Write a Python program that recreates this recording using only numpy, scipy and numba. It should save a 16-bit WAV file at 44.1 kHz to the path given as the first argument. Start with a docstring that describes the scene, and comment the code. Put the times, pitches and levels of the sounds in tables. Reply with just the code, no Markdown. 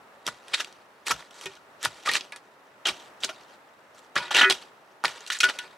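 """Shovel in stony soil

A short steel shovel chops and scrapes into stony soil on a wooded slope.
Grit crunches along the blade as dense trains of grains; stones knock it with short pitched bursts of noise.
The blade is a bank of decaying modes, ringing when it is free and choked when buried.
Chops thud into the ground as low noise bursts; a far steady roar of shaped noise fills the valley."""
import sys
import numpy as np
from scipy import signal
from scipy.io import wavfile
from numba import njit

SR = 44100
rng = np.random.default_rng(int(sys.argv[2]) if len(sys.argv) > 2 else 0)


def transcribe(signal):
    """Save signal, clipped to [-1, 1], as a 16-bit WAV file at the path in sys.argv[1]."""
    frames = np.atleast_2d(signal).T
    limited = np.clip(frames, -1, 1)
    pcm = np.round(limited * 32767).astype(np.int16)
    wavfile.write(sys.argv[1], SR, pcm)


def invert_db(level):
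    """Linear amplitude ratio for a level in decibels (20 dB per decade), elementwise."""
    return 10 ** (np.asarray(level, dtype=float) / 20)


N = 254456


def at_hz(points, hz):
    """Interpolation of a spectrum along a logarithmic frequency axis."""
    table = np.array(points)
    return np.interp(np.log(hz), np.log(table[:, 0]), table[:, 1])


def rms_one(x):
    """Normalisation to unit root mean square."""
    return x / np.sqrt(np.mean(x ** 2) + 1e-20)


def band(x, low_hz, high_hz):
    """Band-pass filtering with Butterworth slopes."""
    sos = signal.butter(2, [low_hz, min(high_hz, .45 * SR)], "band", fs=SR, output="sos")
    return signal.sosfilt(sos, x)


def drift(rate_hz):
    """Slow random modulation: white noise through a double-pole low-pass, unit spread."""
    pole = np.exp(-2 * np.pi * rate_hz / SR)
    slow = signal.lfilter([1], [1, -2 * pole, pole * pole], rng.standard_normal(N + SR))
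    return rms_one(slow[SR:])   # the filter has settled by then


def spans(rows, elsewhere):
    """Piecewise-constant control: a value that holds over each span."""
    value = np.full(N, float(elsewhere))
    for start_s, end_s, inside in rows:
        value[round(start_s * SR):round(end_s * SR)] = inside
    return value


# Relative spectral density of the roar: pitch_hz [Hz], level_db [dB per Hz]
ROAR_SPECTRUM = [(15, -65), (25, -31), (114, -10), (180, -5), (223, -3.5), (277, -0.5), (317, -5.5),
                 (354, -1), (641, 2.5), (1440, 0), (2760, -12), (2990, -13), (5000, -21), (16000, -29.5)]
# Left-right correlation of the roar: pitch_hz [Hz], likeness [-1 to 1]
ROAR_LIKENESS = [(60, 1), (290, 0.78), (640, 0.83), (1410, 0.24), (3100, 0.05), (15000, 0.27)]
ROAR_DB = -54   # rms


def roar():
    """Diffuse field: far, smooth noise in half-octave bands, its channels least alike in the treble."""
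    out, edges_hz = 0, 22 * 2 ** np.arange(0, 9.9, .5)
    swell_db = 1.1 * drift(1.5)
    white = rng.standard_normal((2, 2, N + SR))
    for k, (low, high) in enumerate(zip(edges_hz, edges_hz[1:])):
        mid, side = band(white[k % 2], low, high)[:, SR:]
        hz = np.sqrt(low * high)
        alike = np.clip(at_hz(ROAR_LIKENESS, hz), -1, 1)
        stereo = np.sqrt(1 + alike) * mid + np.sqrt(1 - alike) * side * [[1], [-1]]
        out = out + invert_db(at_hz(ROAR_SPECTRUM, hz) + swell_db) * stereo
    return invert_db(ROAR_DB) * rms_one(out)


# Chops into the ground: start_s [s], level_db [dB, peak of the thud]
THUDS_PLAYED = [(0.271, -46.5), (1.112, -41), (1.449, -46), (1.852, -42.5), (2.086, -48), (2.879, -45.5),
                (3.241, -54), (4.159, -42.5), (4.351, -49), (4.505, -50), (5.052, -48), (5.44, -54.5)]
THUD_T60_S, SHUDDER_DB = 0.19, -6   # decay; gain of the lower octave


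def thuds():
    """Damped impact response: the ground takes a soft push and shudders low."""
    out, size = np.zeros(N), 9000
    t = np.arange(size) / SR
    for (start_s, level_db), noise in zip(THUDS_PLAYED, rng.standard_normal((len(THUDS_PLAYED), size))):
        push = noise * (1 - np.exp(-t / 0.0054)) * invert_db(-60 * t / THUD_T60_S)
        low = band(band(push, 54, 110), 54, 110)
        shudder = band(push, 107, 212) + invert_db(SHUDDER_DB) * low
        at = round(start_s * SR)
        out[at:at + size] += invert_db(level_db) * shudder / abs(shudder).max()
    return out


# The blade runs over bare rock: start_s [s], end_s [s], gain_db [dB on clods and dull knocks]
ROCK_SPANS = [(.53, .595, -6.5), (1.06, 1.1, -4.5), (1.81, 1.845, -7), (2.1, 2.22, -3.5), (2.9, 2.92, 5.5),
              (4.44, 4.495, -13), (5.26, 5.428, -17), (5.428, 5.48, -7.5), (5.585, 5.63, -9)]


def bare_rock():
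    """Surface dependence: bare rock alters the level of the clods and dull knocks."""
    return spans(ROCK_SPANS, 0)


# Stones struck: start_s [s], level_db [dB, peak at stone pitch], pitch_hz [Hz], crack_db [dB over stone]
STONES = [(0.266, -16, 4220, -2), (.277, -16.5, 1620, -2), (0.285, -19, 1400, -9), (0.482, -35.5, 2490, -1),
          (.537, -18, 3000, -24), (.602, -22, 1670, -24), (.646, -27, 3350, -3), (.726, -38.5, 4500, -6),
          (1.067, -24.5, 2360, 3), (1.082, -19, 1410, 3), (1.109, -13.5, 1220, -8),
          (1.115, -13.5, 1400, -2), (1.193, -42, 1490, 0), (1.225, -35, 1450, -23),
          (1.309, -39.5, 2690, -3), (1.412, -30.5, 2770, 0.5), (1.458, -22.5, 2520, 0),
          (1.553, -44, 4000, -1), (1.829, -27.5, 1860, 8.5), (1.85, -13, 4020, 0),
          (1.856, -14, 1330, -12.5), (2.06, -16.5, 1850, -7.5), (2.074, -17, 1240, -7.5),
          (2.09, -15.5, 2370, -7.5), (2.115, -18, 2970, -4), (2.136, -16.5, 3950, -3),
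          (2.154, -10.5, 2080, -14), (2.165, -24, 4480, -24), (2.209, -20.5, 3380, -26),
          (2.322, -29.5, 1750, -4), (2.361, -42.5, 1730, 11), (2.87, -20, 3400, 4), (2.888, -18, 3720, 1),
          (3.235, -13, 3170, -30), (3.246, -12.5, 5300, -30), (3.291, -27, 2500, -11),
          (3.435, -44.5, 4500, -5), (3.992, -53.5, 1660, 13), (4.156, -24, 1550, 3), (4.164, -9, 1490, -21),
          (4.281, -33, 2740, -18), (4.312, -16, 1125, -10.5), (4.347, -11.5, 2730, -4),
          (4.368, -12, 2350, -0.5), (4.412, -7, 1690, -16), (4.431, -8.5, 1690, -23),
          (4.445, -8, 1970, -25), (4.499, -11.5, 3400, 1.5), (4.509, -10.5, 2870, -33),
          (4.524, -13.5, 3230, -7.5), (4.621, -51, 1390, 5), (5.039, -13, 1130, -7),
          (5.047, -11.5, 1450, -11.5), (5.081, -20, 2600, -6), (5.18, -36, 3430, -17),
          (5.206, -37, 5500, -6), (5.264, -30, 3100, -6), (5.303, -38, 1380, 14.5), (5.325, -21, 3360, -14),
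          (5.368, -33, 1680, -2), (5.388, -23.5, 6280, -23), (5.404, -12.5, 3320, -4),
          (5.432, -15.5, 2600, -4), (5.489, -22, 3090, -30), (5.588, -23, 2770, 0.5)]
STONE_T60_S, DULL_DB = 0.019, -19   # ring of a stone; dull knock relative to it


def knocks(rock_db):
    """Impact excitation: a dying burst of noise at each stone's pitch, a crack and a dull knock."""
    sound, size = np.zeros(N), 6000
    t = np.arange(size) / SR
    # the first touch is the sharpest
    decay = (1 + 1.96 * np.exp(-t / 0.0018)) * invert_db(-60 * t / STONE_T60_S)
    bursts = rng.standard_normal((len(STONES), 3, size)) * decay
    for (start_s, level_db, hz, crack_db), burst in zip(STONES, bursts):
        parts = (band(burst[0], hz / 1.386, hz * 1.343),
                 band(burst[1], 2930, 9800),
                 band(burst[2], 200, 840))
        stone, crack, dull = [part / abs(part).max() for part in parts]
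        at = round(start_s * SR)
        knock = stone + invert_db(crack_db) * crack + invert_db(DULL_DB + rock_db[at]) * dull
        sound[at:at + size] += (invert_db(level_db) * knock)[:N - at]
    return sound


# The blade bites into grit: start_s [s, full push], level_db [dB, crunch], rise_s [s], hold_s [s],
# pitch_hz [Hz, rasp], sand_db [dB over crunch]
BITES_PLAYED = [(0.277, -25, 0.017, 0.0012, 1710, -7), (0.54, -19.5, .008, 0.0034, 2980, -10),
                (0.605, -26, 0.032, 0.00087, 2410, -7), (1.072, -30, 0.012, 0.0055, 2130, -4.5),
                (1.113, -23, 0.028, 0.00067, 1350, -5.5), (1.459, -36, 0.0062, 0.0091, 2360, -7.5),
                (1.852, -25.5, 0.032, 0.0055, 2160, -5.5), (2.059, -32.5, .009, 0.023, 1600, -8),
                (2.087, -21, 0.0024, 0.0073, 1690, -19), (2.165, -23.5, 0.087, .004, 2830, -7.5),
                (2.209, -39, 0.0018, .002, 3320, -32), (2.323, -38.5, 0.00083, 0.0032, 2040, -17),
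                (2.361, -46.5, 0.0032, 0.0019, 1980, -4), (2.856, -25, 0.0034, 0.039, 3040, -10.5),
                (2.901, -37.5, .006, 0.0054, 1300, -6), (3.242, -26, 0.019, 0.0027, 3340, -4.5),
                (3.292, -35, 0.00195, 0.0051, 1990, -13), (4.159, -26, 0.0058, 0.027, 1620, -15),
                (4.309, -32.5, 0.0032, 0.034, 2240, -10.5), (4.354, -19, 0.018, 0.046, 2220, -15),
                (4.413, -22.5, 0.0089, 0.024, 2940, -15.5), (4.453, -34, .004, 0.0029, 1740, -37),
                (4.499, -24.5, 0.0022, .02, 3100, -8.5), (5.053, -18.5, 0.011, 0.0012, 1860, -12),
                (5.274, -43, 0.0022, 0.0066, 3060, 1), (5.302, -21, 0.0011, 0.0013, 1780, -13.5),
                (5.325, -33, 0.024, 0.0067, 1980, -1.5), (5.356, -36.5, 0.032, 0.018, 1790, -7.5),
                (5.404, -22, .002, 0.0013, 2990, -2.5), (5.431, -19, 0.0014, 0.014, 1900, -11),
                (5.49, -26.5, 0.0127, 0.009, 1650, -13.5), (5.589, -30, 0.0029, 0.0027, 2200, -22.5)]
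# Light drags through loose soil: start_s [s], end_s [s], start_db [dB, crunch], end_db [dB, crunch],
# sand_db [dB over crunch]
DRAGS_PLAYED = [(0.42, 0.54, -65, -43.5, -7), (1.138, 1.297, -43, -63.5, -6.5),
                (1.305, 1.339, -55.5, -54, -7), (1.342, 1.451, -54.5, -46.5, -2.5),
                (1.496, 1.578, -53.5, -55, -8), (1.887, 2.05, -55.5, -56, -3.5),
                (2.936, 3.107, -52.5, -63, -5), (3.203, 3.218, -58, -59, 4), (3.327, 3.56, -61.5, -60, -8),
                (3.946, 4.07, -58, -67.5, -2.5), (4.185, 4.3, -36.5, -48.5, -16),
                (4.542, 4.679, -44.5, -62.5, -5.5), (5.08, 5.265, -44.5, -52.5, -8.5),
                (5.622, 5.769, -56, -63.5, -13)]
RISE_DB, RELEASE_DB_PER_S = 22, 1112.5   # swell over one rise time; fall once the push ends
# loosened soil runs on after each bite: level over the bite, fall, sand over crunch
CRUMBLE_DB, CRUMBLE_DB_PER_S, CRUMBLE_SAND_DB = -19.5, 145, -6.5
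REST_DB, REST_RASP_HZ = -71, 1400   # soil that trickles between strokes
# clods over crunch at a light push; share of the crunch's swing that they follow
CLODS_DB, CLODS_FOLLOW, LIGHT_PUSH_DB = -5, 0.74, -55


def digging(rock_db):
    """Power summation: bites rise, hold and crumble; drags and the resting trickle add to them."""
    t = np.arange(N) / SR
    crunch = invert_db(2 * REST_DB) * np.ones(N)   # powers from here on
    sand = crunch * invert_db(2 * CRUMBLE_SAND_DB)
    rasp_hz = np.full(N, float(REST_RASP_HZ))
    for start_s, level_db, rise_s, hold_s, hz, sand_db in BITES_PLAYED:
        rise_s = max(rise_s, .001)
        part = slice(round((start_s - 2 * rise_s) * SR), round((start_s + .5) * SR))
        since_s = np.maximum(t[part] - start_s - hold_s, 0)
        swell_db = RISE_DB * np.minimum((t[part] - start_s) / rise_s, 0)
        push = invert_db(2 * (level_db + swell_db - RELEASE_DB_PER_S * since_s))
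        tail = invert_db(2 * (level_db + CRUMBLE_DB - CRUMBLE_DB_PER_S * since_s)) * (since_s > 0)
        # a bite sets the rasp while it outweighs what already sounds
        rasp_hz[part] = np.where(push + tail > crunch[part], hz, rasp_hz[part])
        crunch[part] += push + tail
        sand[part] += push * invert_db(2 * sand_db) + tail * invert_db(2 * CRUMBLE_SAND_DB)
    for start_s, end_s, start_db, end_db, sand_db in DRAGS_PLAYED:
        power = invert_db(2 * np.interp(t, [start_s, end_s], [start_db, end_db])) * (t > start_s) * (t < end_s)
        crunch = crunch + power
        sand = sand + power * invert_db(2 * sand_db)
    crunch_db = 10 * np.log10(crunch)
    fine_db = 10 * np.log10(sand / crunch)
    clods_db = rock_db + CLODS_DB - (1 - CLODS_FOLLOW) * (crunch_db - LIGHT_PUSH_DB)
    return crunch_db, fine_db, clods_db, rasp_hz


def grains(per_s, spread_db):
    """Shot noise: random clicks of uneven size, bunching as lumps break; rate leaves mean power alone."""
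    sizes = invert_db(spread_db * np.minimum(rng.exponential(1, N), 5)) * rng.choice([-1, 1], N)
    clicks = sizes * (rng.random(N) < per_s / SR) / np.sqrt(per_s)
    bunching = invert_db(3.35 * drift(40))
    return rms_one(clicks * bunching + 1e-18)


# Relative spectral density of the grit: pitch_hz [Hz], level_db [dB per Hz]
GRIT_SPECTRUM = [(120, -50), (200, -13.5), (353, -8.5), (1040, -3), (1810, 2.5), (1980, -3.5), (2650, 1),
                 (3430, 2), (5230, -5), (8420, -13), (13100, -26), (16000, -35)]
TRICKLE_PER_S, GRAINS_PER_S = 1200, 6000   # grain rates at a light and at a hard push


def grit(crunch_db, fine_db, clods_db, rasp_hz):
    """Granular friction: grains ring in third-octave bands, clods low, crunch mid, sand on top."""
    layers, edges_hz = np.zeros((3, N)), 260 * 2 ** np.arange(0, 6.1, 1 / 3)
    per_s = np.interp(crunch_db, [-62, -35], [TRICKLE_PER_S, GRAINS_PER_S])   # harder push, denser grains
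    trains = [grains(per_s, 3.49) for _ in range(3)]
    for k, (low, high) in enumerate(zip(edges_hz, edges_hz[1:])):
        hz = np.sqrt(low * high)
        # 0 clods, 1 crunch, 2 sand, crossfading between
        place = np.interp(np.log(hz), np.log([850, 1500, 3800, 6500]), [0, 1, 1, 2])
        share = np.maximum(1 - abs(place - np.arange(3)), 0)[:, None]
        # the gripped blade colours the crunch
        rasp_db = 3.45 * share[1] * np.exp(-(np.log2(hz / rasp_hz) / 0.6) ** 2)
        ringing = band(trains[k % 3], low * 1.013, high / 1.02)
        layers += share * invert_db(at_hz(GRIT_SPECTRUM, hz) + rasp_db) * ringing
    clods, crunch, fine = map(rms_one, layers)
    return invert_db(crunch_db) * (crunch + invert_db(fine_db) * fine + invert_db(clods_db) * clods)


# The blade comes loose from the soil: start_s [s], end_s [s], t60_s [s, longest ring the soil allows]
LOOSE_SPANS = [(.6, .63, 0.062), (1.452, 1.494, 0.095), (2.315, 2.442, 0.21), (4.21, 4.302, .3),
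               (4.41, 4.494, 0.53), (4.5, 4.528, 0.082), (5.06, 5.1, 0.15), (5.43, 5.468, 0.98),
               (5.53, 5.67, 0.48)]


def soil_hold():
    """Contact damping: the ring the soil allows is longer in most loose spans than when buried."""
    return spans(LOOSE_SPANS, 0.063)   # buried t60, s


@njit
def ring(drive, turn, keep, grip):
    """Damped resonator: one mode, the soil's grip adding to its loss from moment to moment."""
    out, state = np.zeros(len(drive)), 0j
    for i in range(len(drive)):
        state = state * turn * keep * grip[i] + drive[i]
        out[i] = state.imag
    return out


# Modes of the blade: pitch_hz [Hz], level_db [dB, response to the common force], t60_s [s, when free]
MODES = [(386, -8.5, 0.62), (635, -1, 0.26), (880, -10.5, 0.088), (965, -0.5, 0.33), (1222, -9.5, 0.18),
         (1322, -36, 0.41), (1465, 4, 0.37), (1695, -13, 0.49), (1762, -7, 0.36), (1862, -16, 0.72),
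         (1990, -6, 0.81), (2220, -37, 0.21), (2390, -31, 0.056), (2487, -4, 0.786), (2770, -17, 0.12),
         (3112, -30, 0.057), (3377, -5.5, 0.11), (3680, -10.5, .09), (4740, -19, .1), (4740, -35, 0.11),
         (5100, -21, 0.12)]


def blade(drive, soil_t60_s, clinks):
    """Modal superposition: all modes under the common force, each also pushed in tune by its clinks."""
    out, pitches_hz = 0, np.array(MODES)[:, 0]
    grip = invert_db(-60 / (np.maximum(soil_t60_s, .01) * SR))
    for k, (hz, level_db, t60_s) in enumerate(MODES):
        push = invert_db(level_db) * drive
        for start_s, mode_hz, height_db, build_s in clinks:
            if np.argmin(abs(pitches_hz - mode_hz)) == k:
                i = np.arange(round(max(build_s, .001) * SR))
                tuned = np.cos(2 * np.pi * hz * i / SR)
                push[round(start_s * SR) + i] += 2 * invert_db(height_db) / len(i) * tuned
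        held = grip ** min(hz / 900, 1)   # the slow bending modes feel the soil less
        turn = np.exp(2j * np.pi * hz / SR)
        out = out + ring(push, turn, invert_db(-60 / (t60_s * SR)), held)
    return out


SKID_S, SKID_LASTS_S, SKID_DB, SKID_HZ, SKID_BUILD_S = 4.426, .014, -16.5, 1600, 0.0071
SKID_BELOW_DB, SKID_ABOVE_DB = -15, -13.5   # per octave below and above the centre


def skid():
    """Broadband excitation: skidding off a stone, the blade sings in every mode, most near the centre."""
    octaves = np.log2(np.array(MODES)[:, 0] / SKID_HZ)
    heights_db = SKID_DB + abs(octaves) * np.where(octaves < 0, SKID_BELOW_DB, SKID_ABOVE_DB)
    return [(SKID_S + SKID_LASTS_S * rng.random(), mode[0], height_db, SKID_BUILD_S)
            for mode, height_db in zip(MODES, heights_db)]


# Contacts that set one mode singing: start_s [s], pitch_hz [Hz, nearest mode], height_db [dB], build_s [s]
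SINGLE_CLINKS = [(.603, 1695, -30, 0.0017), (1.113, 1322, -16, 0.0016), (1.459, 386, -36, 0.0021),
                 (1.458, 1862, -33, 0.0033), (1.461, 2487, -33, 0.0028), (2.076, 1222, -13.5, 0.0052),
                 (2.093, 1862, -15.5, 0.0026), (2.323, 1695, -40, 0.0046), (2.855, 3112, -12, 0.0056),
                 (3.239, 386, -37, 0.0095), (3.292, 635, -33, .003), (4.16, 1465, -20.5, 0.0035),
                 (4.165, 1695, -20, .002), (4.2, 965, -28, 0.0039), (4.2, 2487, -35, .008),
                 (4.35, 2770, -9.5, 0.0086), (4.409, 1762, -15, 0.002), (4.438, 3112, -13, .01),
                 (4.44, 386, -24, .036), (5.061, 1762, -36, .0034), (5.302, 1465, -26, .0015),
                 (5.403, 2487, -17, 0.0059), (5.433, 1465, -18.5, 0.0024), (5.433, 386, -40, .005),
                 (5.53, 1465, -42, .035), (5.591, 1465, -34, 0.0033), (5.59, 965, -43.5, .0025)]
BLADE_DRIVE_DB = -45


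def steel(contact):
    """Forced vibration: grit and stones shake the blade, clinks and the skid excite its modes in tune."""
    return blade(invert_db(BLADE_DRIVE_DB) * contact, soil_hold(), SINGLE_CLINKS + skid())


SCATTER_DB, SCATTER_T60_S, SCATTER_FROM_HZ = -8.5, 0.088, 3270


def slope(x):
    """Scattering: direct sound is nearly alike in both channels; litter and stones spread the treble."""
    x = signal.sosfilt(signal.butter(2, 12000, fs=SR, output="sos"), x)   # soft soil and air dull the top
    t = np.arange(1500) / SR
    litter = rng.standard_normal((2, len(t))) * invert_db(-60 * t / SCATTER_T60_S)
    litter = litter / np.sqrt(np.sum(litter ** 2, axis=1, keepdims=True))   # unit energy
    bright = band(x, SCATTER_FROM_HZ, .4 * SR) + invert_db(-9) * x
    scattered = np.array([signal.fftconvolve(bright, tail)[:N] for tail in litter])
    return x * invert_db([[-.2], [.2]]) + invert_db(SCATTER_DB) * scattered


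def scene():
    """Superposition: the shovel on the slope over the roar."""
    rock_db = bare_rock()
    contact = grit(*digging(rock_db)) + knocks(rock_db)
    shovel = contact + steel(contact) + thuds()
    return slope(shovel) + roar()


def band_limit(x):
    """A steep low-pass at the top of the band."""
    return signal.sosfilt(signal.butter(12, 15900, fs=SR, output="sos"), x)


def record(dry):
    """Signal chain: the finished stereo mix goes straight to the last stage."""
    return band_limit(dry)


dry = scene()
out = record(dry)
transcribe(out)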